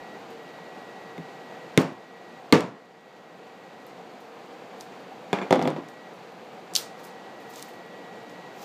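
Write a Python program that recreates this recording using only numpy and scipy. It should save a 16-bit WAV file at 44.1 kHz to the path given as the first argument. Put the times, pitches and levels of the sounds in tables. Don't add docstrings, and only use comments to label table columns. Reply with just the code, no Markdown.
import sys
import numpy as np
from scipy import signal
from scipy.fft import rfft, irfft, next_fast_len
from scipy.io import wavfile

SR = 44100
rng = np.random.default_rng(int(sys.argv[2]) if len(sys.argv) > 2 else 0)


def generate_wav(signal):
    frames = np.transpose(np.atleast_2d(signal))
    scaled = np.clip(frames, -1, 1) * 32767
    pcm = np.round(scaled).astype(np.int16)
    wavfile.write(sys.argv[1], SR, pcm)


def convert_level_to_amplitude(level_db):
    exponent = np.asarray(level_db, float) / 20
    return 10 ** exponent


N = 381024
T = np.arange(N) / SR


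def rms_one(x):
    return x / np.sqrt(np.mean(x ** 2) + 1e-20)


def at_hz(points, hz):
    points = np.array(points)
    return np.interp(np.log(hz), np.log(points[:, 0]), points[:, 1])


def band(x, low, high):
    return signal.sosfilt(signal.butter(2, [low, min(high, .45 * SR)], "band", fs=SR, output="sos"), x)


def high_pass(x, order, hz):
    return signal.sosfilt(signal.butter(order, hz, "high", fs=SR, output="sos"), x)


def drift(rate):
    r = np.exp(-80 * np.pi * rate / SR)
    white = rng.standard_normal(N // 40 + 2002)
    slow = signal.lfilter([1], [1, -2 * r, r * r], white)[2000:]
    return np.interp(np.arange(N) / 40, np.arange(len(slow)), rms_one(slow))


def ring(clicks, hz, t60):
    r = convert_level_to_amplitude(-60 / (t60 * SR))
    w = 2 * np.pi * hz / SR
    return signal.lfilter([0, np.sin(w)], [1, -2 * r * np.cos(w), r * r], clicks + 1e-18)


def shaped_noise(spectrum):
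    size = next_fast_len(N)
    hz = np.maximum(np.arange(size // 2 + 1) * SR / size, 5)
    white = rfft(rng.standard_normal(size))
    return rms_one(irfft(white * convert_level_to_amplitude(at_hz(spectrum, hz)), size)[:N])


def add(out, piece, s):
    i = round(s * SR)
    out[i:i + len(piece)] += piece[:N - i]


def burst(decay_s, low_hz, high_hz):
    t = T[:SR // 40]
    spray = rng.standard_normal(len(t)) * np.exp(-t / decay_s)
    spray[0] = 3.9
    x = band(spray, low_hz, high_hz)
    return x / np.abs(x).max()


# (pitch [Hz], width [Hz], level over the air [dB])
CHAMBER = [(180.6, 32, -15.5), (461.5, 24, -9.5), (505.7, 14, -13.5), (687, 27, -20), (759.5, 124, -7.5)]
# (pitch [Hz], level [dB])
AIR = [(45, -30), (100, -14), (190, -4), (500, -3), (800, -4), (1100, -9), (1600, -13), (2300, -15.),
       (3200, -20), (4650, -23), (5200, -28.5), (7000, -30), (9000, -38.5), (16000, -54)]
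AIR_DB = -43.5


def blower():
    air = shaped_noise(AIR) * convert_level_to_amplitude(0.44 * drift(11.3))
    for hz, width, over_db in CHAMBER:
        tone = rms_one(ring(rng.standard_normal(N), hz, 5.5 / width))
        air = air + convert_level_to_amplitude(over_db + 0.5 * drift(3.5)) * tone
    return convert_level_to_amplitude(AIR_DB) * rms_one(air)


# (on [s], off [s], level [dB])
WHINE = [(-.1, .17, -56.5), (.38, 2.4, -57.5), (2.62, 3.86, -60.5), (5.7, 6.09, -56.5), (6.8, 7.55, -59.5),
         (7.59, 8.59, -57.5)]
WHINE_HZ, OVERTONE_DB = 1923, -16.5
WHINE_IDLE_DB, WHINE_SWITCH_S = -72, .02


def whine():
    gain = convert_level_to_amplitude(WHINE_IDLE_DB)
    for on, off, db in WHINE:
        inside_s = np.minimum(T - on, off - T)
        gain = gain + convert_level_to_amplitude(db) * np.clip(inside_s / WHINE_SWITCH_S + .5, 0, 1)
    phase = 2 * np.pi * np.cumsum(WHINE_HZ + 1.34 * drift(3.3)) / SR
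    tone = np.sin(phase) + convert_level_to_amplitude(OVERTONE_DB) * np.sin(2 * phase)
    return np.sqrt(2) * gain * convert_level_to_amplitude(1.2 * drift(4.1)) * tone


EMBERS_PER_S, EMBER_DB = 25, -73.5


def embers():
    struck = rng.random(N) < EMBERS_PER_S / SR
    sizes = convert_level_to_amplitude(3.4 * np.minimum(rng.exponential(1, N), 4)) * struck
    spray = signal.lfilter([1], [1, -np.exp(-1 / (.002 * SR))], sizes + 1e-18)
    return convert_level_to_amplitude(EMBER_DB) * band(spray * rng.standard_normal(N), 6000, 15000)


# (time [s], peak level [dB], pitch [Hz])
BUMPS = [
    (.002, -38, 40),
    (1.192, -34.5, 174),
    (1.2, -43, 50),
    (3.865, -48, 40),
    (4.81, -48, 45),
    (6.755, -58, 40),
    (7.4, -52., 45),
    (7.55, -54., 40),
    (7.73, -52., 40),
]
BUMP_T60_S = 0.082


def bumps():
    out, t = np.zeros(N), T[:SR // 4]
    for s, db, hz in BUMPS:
        swell = 1 - np.exp(-t * hz * 2)
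        add(out, convert_level_to_amplitude(db - 60 * t / BUMP_T60_S) * swell * np.sin(2 * np.pi * hz * t), s)
    return out


# (pitch [Hz], time to fall 60 dB [s])
ROOM = [(100, 0.38), (300, 0.36), (1000, 0.39), (3000, 0.33), (8000, 0.29), (11000, 0.17), (15000, 0.18)]
BAND_EDGES = 28 * 2 ** np.arange(0, 9.4, 1 / 3)


def tails(s, db, edge, law, colour, t60_scale):
    tail_db, follows, tilt, tilt_per_edge = law
    at = np.round(s * SR).astype(int)
    white, out, power = rng.standard_normal((2, N)), np.zeros(N), 0
    for k, (low, high) in enumerate(zip(BAND_EDGES, BAND_EDGES[1:])):
        hz = np.sqrt(low * high)
        start_db = tail_db + follows * db + (tilt + tilt_per_edge * edge) * np.log2(hz / 1000)
        starts = np.zeros(N)
        starts[at] = convert_level_to_amplitude(2 * start_db)
        fade = convert_level_to_amplitude(-120 / (at_hz(ROOM, hz) * t60_scale * SR))
        energy = signal.lfilter([1], [1, -fade], starts + 1e-18)
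        out += convert_level_to_amplitude(at_hz(colour, hz)) * band(white[k % 2] * np.sqrt(energy), low, high)
        power += convert_level_to_amplitude(2 * at_hz(colour, hz)) * (high - low) / (SR / 2)
    return out / np.sqrt(power)


def echoes(events, law, colour, t60_scale):
    s, thud_db, crack_db = np.transpose(events)
    return tails(s, thud_db, crack_db - thud_db, law, colour, t60_scale)


# (pitch [Hz], level [dB])
SNAP_TAIL = [(1290, 15), (2200, -6.5), (3250, -8.5), (3590, -6), (4760, -8), (14600, -17), (15600, -18),
             (16000, -49.5)]


def snaps(events, law, snap_s, low_hz):
    s, db, hz = np.transpose(events)
    out = tails(s, db, np.log2(hz / 7000), law, SNAP_TAIL, t60_scale=1.0)
    for s, db, hz in events:
        add(out, convert_level_to_amplitude(db + 3.0) * burst(snap_s, hz / 1.88, hz * 1.33), s)
    return high_pass(out, 6, low_hz) + convert_level_to_amplitude(-25) * out


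# (peak time [s], peak level [dB], swell [dB per s], fade [dB per s])
RUSTLE = [
    (4.81, -59, 330, 280),
    (6.992, -58.5, 600, 210),
    (7.046, -75, 260, 90),
    (7.576, -49.5, 173, 130),
    (7.68, -74, 150, 210),
    (8.65, -47, 192, 208),
]
# (pitch [Hz], level [dB])
RUSTLE_TONE = [(1470, -8), (2500, 2), (6810, 2), (9080, -9), (14500, -8.5), (15500, -10), (16000, -36)]


def rustle():
    level = 0
    for s, db, swell, fade in RUSTLE:
        level = level + convert_level_to_amplitude(db - np.maximum(swell * (s - T), fade * (T - s)))
    return level * rms_one(convert_level_to_amplitude(1.2 * drift(150)) * shaped_noise(RUSTLE_TONE))


# (time [s], peak level [dB], centre pitch [Hz])
SNAPS = [(.303, -58, 11000), (3.866, -47.5, 11000), (1.803, -37, 11000), (1.815, -34, 8000),
         (4.204, -55, 11000), (4.801, -46, 7000), (4.809, -27, 5000), (5.886, -40, 5900),
         (6.134, -63, 8000), (6.995, -62, 12000), (7.034, -48, 10000), (7.042, -40.5, 9000),
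         (7.05, -40, 9000), (7.056, -49, 11000), (7.068, -48, 12000), (7.401, -62, 13000),
         (7.412, -63, 13000), (7.498, -49, 13000), (7.506, -46, 11000), (7.537, -41, 7000),
         (7.559, -35, 6000), (7.595, -38, 7000), (7.621, -43, 7000), (7.6254, -28, 7260),
         (7.683, -53, 11000), (7.688, -51, 12500), (7.735, -55, 9000), (8.296, -46, 5170)]
# (time [s], peak level [dB], centre pitch [Hz])
BREAK = [
    (6.737, -29, 7000),
    (6.752, -12, 7120),
    (6.754, -8.5, 4970),
    (6.762, -4.5, 4580),
    (6.7635, -14, 9200),
    (6.767, -15, 5050),
    (6.775, -18, 4500),
    (6.784, -23, 4500),
]
# (tail of a 0 dB snap [dB], dB per dB of snap, tilt [dB per octave],
# added tilt [dB per octave] per octave of pitch over 7 kHz)
SNAP_RING = (-25.5, 0.4, 0.1, 1)
BREAK_RING = (-20, 0.35, -0.2, -2.5)


def twigs():
    small = snaps(SNAPS, SNAP_RING, snap_s=0.002, low_hz=2920)
    thick = snaps(BREAK, BREAK_RING, snap_s=0.0014, low_hz=2900)
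    return small + thick


def blows(events, modes, spread_db, crack_s, crack_hz, soft_hz):
    out = np.zeros(N)
    for s, thud_db, crack_db in events:
        click = np.zeros(SR // 4)
        click[0] = 1
        push = signal.lfilter(*signal.butter(1, soft_hz, fs=SR), click)
        luck = rng.normal(0, 1, (len(modes), 2))
        body = 0
        for (hz, db, t60), (a, b) in zip(modes, luck):
            body = body + convert_level_to_amplitude(db + spread_db * a) * np.sign(b) * ring(push, hz, t60)
        add(out, convert_level_to_amplitude(thud_db) * body / np.abs(body).max(), s)
        add(out, convert_level_to_amplitude(crack_db + 8.0) * burst(crack_s, 1300, crack_hz), s)
    return out


# (time [s], thud level [dB], crack level [dB])
LANDING = [
    (5.33, -5, -28),
    (5.387, -19.5, -52),
    (5.415, -17.5, -53),
    (5.424, -20.5, -54),
]
# (pitch [Hz], level [dB], time to fall 60 dB [s])
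KNIFE = [(190, -6.5, 0.15), (402, 1, 0.054), (680, -2.5, 0.034), (796, -2.5, 0.032), (967, -2.5, 0.03),
         (284, -6, 0.055), (1690, -5.5, 0.021), (2150, -1.5, 0.012), (2220, -14, 0.096), (2400, -16, 0.18),
         (2500, -6, 0.014), (3410, -11.5, 0.035), (3570, -10, 0.021), (4570, -21, 0.049),
         (5600, -26., 0.026), (7150, -18, 0.044)]
# (pitch [Hz], level [dB])
LANDING_TAIL = [(65, -60), (110, -40), (181, 3), (361, -4), (392, 0.5), (941, -9), (1290, -13.5),
                (2400, -23), (3020, -28), (7250, -45.5), (14400, -77), (16000, -78)]
# (tail of a 0 dB blow [dB], dB per dB of blow, tilt [dB per octave],
# added tilt [dB per octave] per dB of crack over thud)
LANDING_RING = (-19, 0.85, 5, 0.0823)


def knife_landing():
    blade = blows(LANDING, KNIFE, spread_db=0.6, crack_s=0.001, crack_hz=6300, soft_hz=4000)
    blade = high_pass(blade, 2, 130)
    return blade + echoes(LANDING, LANDING_RING, LANDING_TAIL, t60_scale=1.0)


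REBOUND_S, REBOUND_DB = .021, -12


def rebounds(events):
    gaps = REBOUND_S * rng.uniform(.5, 1.5, len(events))
    return [(s + gap, thud_db + REBOUND_DB, crack_db + REBOUND_DB)
            for (s, thud_db, crack_db), gap in zip(events, gaps)]


# (time [s], thud level [dB], crack level [dB])
CLATTER = [(5.508, -7, -29), (5.5263, -0.5, -23.5), (5.545, -14, -42), (5.562, -12.5, -55),
           (5.593, -12.5, -43), (5.615, -11, -42), (5.625, -17, -33.5), (5.654, -12.5, -58),
           (5.675, -9.5, -30), (5.712, -24.5, -68), (5.763, -20.5, -51), (5.841, -48, -59)]
# (pitch [Hz], level [dB], time to fall 60 dB [s])
BOARD = [(171, -6, 0.094), (283, -10, 0.098), (387, 2, 0.051), (507, 0, 0.088), (667, 4, 0.027),
         (788, 3, 0.028), (967, -6.5, 0.068), (1210, -6, 0.025), (2060, -1, 0.0099), (3460, -6, 0.016),
         (5640, -28, .03), (7400, -29, 0.044)]
# (pitch [Hz], level [dB])
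CLATTER_TAIL = [(65, -49), (110, -22), (160, 0.5), (219, -12.5), (248, 4.5), (392, -4.5), (454, -5),
                (981, -11), (1550, -20.5), (3420, -28), (13500, -61), (16000, -77)]
# ([dB], [dB per dB], [dB per octave], [dB per octave per dB])
CLATTER_RING = (-18, 0.57, 4.5, 0.1259)


def knife_clatter():
    touches = CLATTER + rebounds(CLATTER)
    handle = blows(touches, BOARD, spread_db=0.5, crack_s=0.0023, crack_hz=6060, soft_hz=3060)
    return handle + echoes(CLATTER, CLATTER_RING, CLATTER_TAIL, t60_scale=0.82)


# (time [s], thud level [dB], crack level [dB])
KNOCKS = [
    (1.18, -33.5, -52),
    (1.7758, -4, -18.5),
    (2.525, 3, -11.5),
    (2.607, -19, -26),
]
# (pitch [Hz], level [dB], time to fall 60 dB [s])
TABLE_NEAR = [(165.9, 2, 0.25), (198, 4, 0.1), (262, 2, 0.24), (310, 1.5, 0.11), (362, -8, 0.11),
              (415, 2, 0.14), (460, 6, 0.045), (1150, -8, 0.03), (1510, -21, .02), (2090, 10, 0.011),
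              (3650, 3.5, 0.02)]
TABLE_FAR = [(165, -0.5, .18), (198.4, 1.5, .16), (263, 2, 0.11), (288, 1.5, 0.091), (366, -5, .12),
             (420, -6, 0.28), (481, 0, 0.34), (950, -11, 0.017), (1170, -6.5, 0.19), (2150, 6, 0.023),
             (3300, 1, 0.009), (4380, 10.5, 0.0094)]
# (pitch [Hz], level [dB])
KNOCK_TAIL = [(53, -41), (90, -13), (155, -2.5), (323, -3.5), (448, -6), (786, -13.5), (1160, -14),
              (1380, -20.5), (2130, -22.5), (2950, -29.5), (7020, -40), (14400, -65), (16000, -66)]
# ([dB], [dB per dB], [dB per octave], [dB per octave per dB])
KNOCK_RING = (-10., 1.5, 3.5, 0.1365)
NEAR_DB = 5


def table_knocks():
    near = blows(KNOCKS[:2], TABLE_NEAR, spread_db=0.0, crack_s=0.0011, crack_hz=8400, soft_hz=2500)
    far = blows(KNOCKS[2:], TABLE_FAR, spread_db=1.0, crack_s=0.0011, crack_hz=8000, soft_hz=2500)
    return convert_level_to_amplitude(NEAR_DB) * near + far + echoes(KNOCKS, KNOCK_RING, KNOCK_TAIL, t60_scale=1.09)


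def scene():
    steady = blower() + whine() + embers()
    handling = 2 * bumps() + rustle() + twigs()
    return (steady + handling + knife_landing() + knife_clatter() + table_knocks())[None]


def top_cut(x):
    return signal.sosfilt(signal.butter(12, 16560, fs=SR, output="sos"), x)


# (time [s], dip [dB])
DUCK = [
    (1.78, 5),
    (2.528, 9),
    (5.53, 3),
    (6.76, 0.3),
]
DUCK_ATTACK_S, DUCK_RELEASE_S = 0.04, 0.96
HISS_DB, HISS_FROM_HZ = -75.5, 10500
PRESENCE_HZ, PRESENCE_WIDTH_HZ, PRESENCE_DB = 13850, 4000, -2.5


def record(dry):
    hiss = convert_level_to_amplitude(HISS_DB) * rms_one(band(rng.standard_normal(N), HISS_FROM_HZ, 18600))
    half_hz = PRESENCE_WIDTH_HZ / 2
    dry = dry + convert_level_to_amplitude(PRESENCE_DB) * band(dry, PRESENCE_HZ - half_hz, PRESENCE_HZ + half_hz)
    rumble = signal.sosfilt(signal.butter(2, 60, fs=SR, output="sos"), dry)
    x = high_pass(dry, 5, 118) + convert_level_to_amplitude(-20.0) * rumble + hiss
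    down_db = 0
    for s, db in DUCK:
        since = np.maximum(T - s, 0)
        down_db = down_db + db * (1 - np.exp(-since / DUCK_ATTACK_S)) * np.exp(-since / DUCK_RELEASE_S)
    x = 0.75 * np.tanh(x * convert_level_to_amplitude(-down_db) / 0.69)
    cut = signal.sosfilt(signal.cheby2(12, 30, 15650, fs=SR, output="sos"), x)
    return top_cut(cut)


dry = scene()
out = record(dry)
generate_wav(out)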